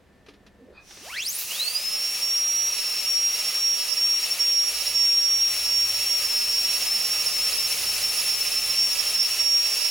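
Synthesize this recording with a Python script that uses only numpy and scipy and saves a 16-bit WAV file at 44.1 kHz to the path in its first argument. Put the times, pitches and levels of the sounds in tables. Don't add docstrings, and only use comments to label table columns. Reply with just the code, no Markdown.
import sys
import numpy as np
from scipy import signal
from scipy.fft import rfft, irfft, next_fast_len
from scipy.io import wavfile
from scipy.ndimage import uniform_filter1d, map_coordinates

SR = 44100
rng = np.random.default_rng(int(sys.argv[2]) if len(sys.argv) > 2 else 0)


def generate_wav(signal):
    frames = np.transpose(np.atleast_2d(signal))
    scaled = np.clip(frames, -1, 1) * 32767
    pcm = np.round(scaled).astype(np.int16)
    wavfile.write(sys.argv[1], SR, pcm)


N = 436590


def amp(db):
    return 10 ** (np.asarray(db) / 20)


def unit(x):
    return x / np.sqrt(np.mean(np.abs(x) ** 2) + 1e-20)


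def clock():
    return np.arange(N) / SR


def along(points, hz):
    point_hz, values = np.transpose(points)
    return np.interp(np.log(hz + 1), np.log(point_hz + 1), values)


def curves(rows):
    knot_s, *columns = np.transpose(rows)
    return [np.interp(clock(), knot_s, column) for column in columns]


def wobble(rate):
    knots = rng.standard_normal(int(N * rate / SR) + 4)
    return map_coordinates(knots, [clock() * rate])


def scatter(rate):
    return unit(wobble(rate) + 1j * wobble(rate))


def filtered(x, response):
    size = next_fast_len(N + SR // 2)
    spectrum = rfft(x, size) * response(np.fft.rfftfreq(size, 1 / SR))
    return irfft(spectrum, size)[..., :N]


def noise(colour, width):
    mid, side = filtered(rng.standard_normal((2, N)), lambda hz: amp(colour(hz)))
    side = width * filtered(side, lambda hz: 1 / (1 + (hz / 9500) ** 8))
    return unit(np.array([mid + side, mid - side]))


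def background():
    # (dB per Hz, relative)
    room_tone = [(15, -38), (25, -1.5), (82, -1.5), (145, -6), (206, -3.5), (309, -6), (354, -6), (560, -8),
                 (800, -13.5), (1440, -19.5), (1650, -17.5), (1800, -15), (2000, -19), (4000, -26.5),
                 (16000, -41)]
    # time_s, level_db
    rumble_level = [(1.3, -57.5), (1.6, -62.5), (4.4, -59.5), (5.6, -57), (7.6, -54), (9.9, -58.5)]
    # freq_hz, level_db (before waver), start_s, end_s
    steady_tones = [(32, -60, 7.4, 9.2), (68, -66, 0, 1.45), (65, -63, 2.4, 3.5), (66, -54, 4.68, 5.05),
                    (68, -62, 5.3, 9.9), (101, -57, 5.45, 6.15), (101, -62, 6.4, 9.9), (101, -58, 7.7, 8.3),
                    (200, -67, 0, 9.9), (1778, -71, 0, 9.9)]
    t = clock()
    out = amp(curves(rumble_level)[0]) * noise(lambda hz: along(room_tone, hz), width=0.36)
    for hz, db, start_s, end_s in steady_tones:
        swell = np.clip(np.minimum(t - start_s, end_s - t) / 0.075, 0, 1)
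        waver = 1 + 0.6 * scatter(7)
        out += amp(db) * swell * np.real(waver * np.exp(2j * np.pi * hz * t))
    return out


def knocks():
    # start_s, thud_db (gain on the modes), click_db, click_t60_s
    taps = [(0.262, -64, -50.5, .12), (0.284, -43, -49.5, 0.16), (.336, -60, -55, .1),
            (.464, -55, -48.5, 0.094), (0.908, -67, -41, 0.054), (.971, -52, -40, .04)]
    # freq_hz, level_db (relative), t60_s
    head_modes = [(288, -6, 0.38), (416, 4, 0.058), (1230, -12, 0.13), (2536, -10, .1)]
    # (dB per Hz, relative)
    click_colour = [(300, 2), (1300, 1), (2600, 3.5), (5500, -2), (8000, -19), (11000, -14), (15000, -37)]
    out = np.zeros((2, N))
    click = noise(lambda hz: along(click_colour, hz), width=0.2)
    for start_s, thud_db, click_db, click_t60_s in taps:
        t = np.maximum(clock() - start_s, 0)[:2 * SR]
        ring = sum(amp(db - 60 * t / t60_s) * np.sin(2 * np.pi * hz * t) for hz, db, t60_s in head_modes)
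        blow = amp(thud_db) * ring + amp(click_db - 60 * t / click_t60_s) * click[:, :len(t)]
        attack = 1 - np.exp(-t / 0.0014)
        out[:, :len(t)] += blow * attack
    return out


def rubs_chirp_and_puffs():
    # centre_s, length_s (two standard deviations), freq_hz, blur_hz, level_db (before blur)
    bursts = [(0.617, .035, 500, 110, -55), (0.629, .035, 265, 69.7, -55), (.7, .055, 480, 296, -51.5),
              (.783, 0.035, 2490, 179.4, -52), (.81, 0.076, 2490, 120, -60),
              (0.782, 0.072, 1300, 1200, -59), (0.78, 0.063, 4200, 1800, -63)]
    t, out = clock(), np.zeros(N)
    for centre_s, length_s, hz, blur_hz, db in bursts:
        envelope = np.exp(-(2 * (t - centre_s) / length_s) ** 2 / 2)
        unsteady = 0.34 + 1.6 * scatter(blur_hz)
        out += amp(db) * envelope * np.real(unsteady * np.exp(2j * np.pi * hz * t))
    return out


def room(x):
    # freq_hz, t60_s
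    walls = [(200, .3), (2000, 0.75), (12000, 0.02)]
    hz, t, bins = signal.stft(rng.standard_normal((2, SR // 2)), SR, nperseg=256)
    decay = amp(-60 * t / along(walls, hz)[:, None])
    tail = signal.istft(bins * decay, SR, nperseg=256)[1]
    return signal.fftconvolve(x[None], tail / np.linalg.norm(tail[0]), axes=1)[:, :N]


def exhaust():
    # (dB per Hz, relative)
    exhaust_colour = [(300, -11.5), (2400, -5), (4900, -3.5), (5700, 4.5), (6700, -5), (7500, -9),
                      (8700, -9), (9300, -4), (10200, -15), (16000, -17)]
    valve = np.clip((clock() - .77) / 0.15, 0, 1) ** 2
    return amp(-46.5) * valve * noise(lambda hz: along(exhaust_colour, hz), width=0.4)


def nearby(x, share=0.31, count=40):
    echoes = np.zeros(SR // 40)
    delays = rng.integers(SR // 500, len(echoes), count)
    echoes[delays] = share * rng.standard_normal(count) / np.sqrt(count)
    return x + signal.fftconvolve(x, echoes[None], axes=1)[:, :N]


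def cavity(hz):
    # freq_hz, width_hz, lift_db
    resonances = [(544, 190, 3.5), (1100, 13, 3), (1138, 64, -6), (1235, 130, 6.5), (1870, 29, 4.5),
                  (2670, 270, 7), (3844, 97, 7.5), (3900, 65, -10), (4057, 63, 5.5), (4210, 40, 3),
                  (4660, 74, 5.5), (6830, 79, 3.5), (9400, 210, 2.5)]
    return sum(db / (1 + (2 * (hz - centre) / width) ** 2) for centre, width, db in resonances)


def hiss(grind_db, jet_db, bite):
    # (dB per Hz, relative)
    spray_colour = [(120, -36), (320, -17.5), (430, -8), (800, -6.5), (1550, -7.5), (2300, 0.5), (3000, 2),
                    (3550, -2.5), (5100, -0.5), (6400, -1.5), (7600, -5.5), (10300, -4.5), (12000, -11.5),
                    (16500, -22)]
    jet_colour = [(1500, -40), (4000, -2.5), (5800, 3.5), (7400, -2), (8900, -3), (9400, -1), (10600, 4.5),
                  (11600, -2), (13600, -2), (14700, 1), (15700, 1), (16400, -0.5)]
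    spatter = unit(amp((0.26 + bite) * (0.37 * wobble(35) + 0.77 * wobble(600))))
    spray = noise(lambda hz: along(spray_colour, hz) + cavity(hz), width=0.23) * amp(grind_db + 2.5)
    jet = noise(lambda hz: along(jet_colour, hz) + cavity(hz), width=0.34) * amp(jet_db + 6.0)
    jet_flicker = unit(amp(0.3 * wobble(30) + 1.3 * wobble(900)))
    return spray * spatter + jet * jet_flicker


def shaft_speed(drag_hz):
    # time_s, shaft_hz
    spin_up = [(1.0, 25), (1.05, 64), (1.1, 130), (1.2, 331), (1.3, 790), (1.35, 1160), (1.4, 1630),
               (1.48, 2510), (1.55, 3345)]
    # time_s, shaft_hz
    free_speed = [(2.6, 5672), (5.2, 5586)]
    inertia_s = .198
    knot_s, knot_hz = np.transpose(spin_up)
    rising = np.exp(np.interp(clock()[:round(knot_s[-1] * SR)], knot_s, np.log(knot_hz)))
    pull_hz = (curves(free_speed)[0] - drag_hz)[len(rising):] - knot_hz[-1]
    step = 1 / (inertia_s * SR)
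    driven = knot_hz[-1] + signal.lfilter([step], [1, step - 1], pull_hz)
    return np.concatenate([rising, driven])


def shaft_angle(speed):
    tremor = 1 + 0.00058 * wobble(70) + 0.000398 * wobble(14)
    return 2 * np.pi * np.cumsum(speed * tremor) / SR


def blades(angle, speed, count=8):
    # time_s, level_db (before harmonics and breath)
    siren = [(1.0, -66), (1.05, -53), (1.145, -41.5), (1.165, -37), (1.207, -32.5), (1.235, -38.5),
             (1.288, -29), (1.32, -36.5), (1.46, -37)]
    level = amp(curves(siren)[0]) * (clock() > siren[0][0])
    blade_hz = count * speed
    edge = np.clip(blade_hz / 950, 0, 1) ** 2 / (1 + blade_hz / 3000)
    turbulence = np.clip(blade_hz / 2200, 0, 1)
    out = np.zeros(N)
    for k, db in enumerate([0, 2.5, -11], 1):
        breathy = 1 + 0.71 * scatter(120) + 0.58 * turbulence * scatter(900)
        tone = np.real(np.exp(1j * k * count * angle) * breathy)
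        out += (k * blade_hz < SR / 2) * amp(db) * edge ** (k - 1) * tone
    return np.sqrt(2) * level * out


def judder():
    rate_hz = 13
    skips = np.cumsum(rate_hz * amp(3 * wobble(9))) / SR
    dips = np.sin(np.pi * skips) ** 4
    return dips - dips.mean()


def whine(angle, bite, shake):
    # time_s, level_db
    free_whine = [(1.5, -41.5), (1.64, -26), (1.7, -30), (1.85, -29), (2.0, -27), (2.37, -23), (2.6, -24),
                  (3.2, -22), (5.1, -20), (6.4, -22.5), (9.55, -20)]
    damping_db, judder_db = 11, 7.5
    tremble_db, tremble_rate = .8, 55
    whine_db = curves(free_whine)[0] - damping_db * bite
    whine_db = whine_db - judder_db * shake * judder() + tremble_db * wobble(tremble_rate)
    level = amp(whine_db) * np.clip((clock() - free_whine[0][0]) / .02 + 1, 0, 1)
    chatter = shake * (0.84 * scatter(55) + 0.35 * scatter(330))
    paths = (0.22 + .5 * shake) * np.array([scatter(20), scatter(24)])
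    bearings = .09 * scatter(250)
    flutter = (1 + chatter + paths + bearings) * amp(2.9 * shake * wobble(50))
    flutter /= np.sqrt(uniform_filter1d(np.mean(np.abs(flutter) ** 2, 0), SR // 10))
    return np.sqrt(2) * level * np.real(flutter * np.exp(1j * angle)) * amp([[-.7], [.9]])


def overtones(angle, shake, grind_db):
    # multiple (of shaft rate), level_db (relative), blur (0-1)
    partials = [(1.935, -5.5, 0.76), (2, -3, 0), (3, -10, .4)]
    out = np.zeros(N)
    for multiple, db, blur in partials:
        fits = unit(amp(3.4 * wobble(28)) * (1 - blur + blur * scatter(140)))
        out += amp(db) * np.real(fits * np.exp(1j * multiple * angle))
    fade_in = np.clip((clock() - 1.6) / 0.057, 0, 1)
    return np.sqrt(2) * out * amp(grind_db - 8 + 5.7 * shake) * fade_in


def bur_contact():
    # start_s, pressed_s, then brushing_s, drag_hz (full press), bite (0-1, full press)
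    cuts = [(2.125, 0.092, 0.029, 270, 0.48), (2.69, 0.24, 0.16, 350, 0.41), (3.319, 0.13, 0.14, 360, 0.64),
            (3.757, 0.12, 0.12, 420, 0.64), (4.204, 0.074, 0.14, 430, 0.8), (4.676, 0.18, 0.08, 230, 0.83),
            (5.499, 0.099, 0.097, 290, 0.59), (5.87, 0.11, 0.11, 145, 0.46), (6.197, 0.073, 0.0, 550, 0.6),
            (6.281, 0.15, 0.37, 190, 0.16), (6.736, 0.04, 0.067, 180, 0.35),
            (6.811, 0.068, 0.018, 820, 0.52), (6.95, 0.11, 0.11, 19, 0.42), (7.197, 0.087, 0.047, 450, 0.6),
            (7.341, 0.086, 0.16, 270, 0.32), (7.49, 0.162, 0.0, 220, 0.38), (7.68, 0.19, 0.0, 170, 0.81),
            (7.906, 0.157, 0.0, 220, 0.83), (8.104, 0.173, 0.0, 195, 0.76),
            (8.307, 0.094, 0.035, 250, 0.47), (8.425, 0.131, 0.0, 250, 0.65),
            (8.595, 0.082, 0.074, 290, 0.66), (8.886, 0.28, 0, 220, 0.62), (9.248, 0.14, 0.036, 3.8, 0.64),
            (9.63, 0.15, 0.096, 260, 0.53), (9.803, 0.098, 0.01, 136, 0.09)]
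    press_s, brush_share = .079, 0.89
    t, drag_hz, bite = clock(), np.zeros(N), np.zeros(N)

    def touch(start_s, length_s):
        inside_s = np.minimum(t - start_s, start_s + length_s - t)
        return np.clip(inside_s / press_s + .5, 0, 1)

    for start_s, pressed_s, brushing_s, cut_drag_hz, depth in cuts:
        press = touch(start_s, pressed_s)
        contact = touch(start_s, pressed_s + brushing_s)
        drag_hz += cut_drag_hz * press
        bite += depth * ((1 - brush_share) * press + brush_share * contact)
    return drag_hz, bite


def scene():
    # time_s, spray_db, jet_db (both before trims)
    flow = [(.85, -100, -100), (1.05, -46.5, -57), (1.22, -45.5, -50), (1.33, -46, -39.5), (1.41, -40, -36),
            (1.46, -44, -40.5), (1.52, -35.5, -36.5), (1.7, -38, -41), (2.4, -38, -43), (5.3, -38, -43),
            (6.2, -36, -39.5), (7.3, -36, -39.5), (8.4, -36, -39), (9.55, -36, -41.5), (9.89, -36, -39.7)]
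    settled_hz, runup_hz, runup_shake = 5600, 800, 0.96
    grind_rise_db, jet_rise_db = 4.5, 4.5
    drag_hz, bite = bur_contact()
    speed = shaft_speed(drag_hz)
    angle = shaft_angle(speed)
    shake = np.maximum(bite, runup_shake * np.clip((settled_hz - speed) / runup_hz, 0, 1))
    spray_db, jet_db = curves(flow)
    splash_db = 0.54 * wobble(14)
    grind_db = spray_db + grind_rise_db * bite + splash_db
    jet_db = jet_db + jet_rise_db * bite + splash_db * bite
    near = blades(angle, speed) + rubs_chirp_and_puffs() + overtones(angle, shake, grind_db)
    air = amp(-0.67) * nearby(hiss(grind_db, jet_db, bite) + exhaust())
    handpiece = whine(angle, bite, shake) + near + amp(-15) * room(near) + air
    return handpiece * amp([[-.2], [.2]]) + knocks() + background()


def record(dry):
    top_hz = 16520
    return filtered(dry, lambda hz: 1 / (1 + (hz / top_hz) ** 300))


dry = scene()
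out = record(dry)
generate_wav(out)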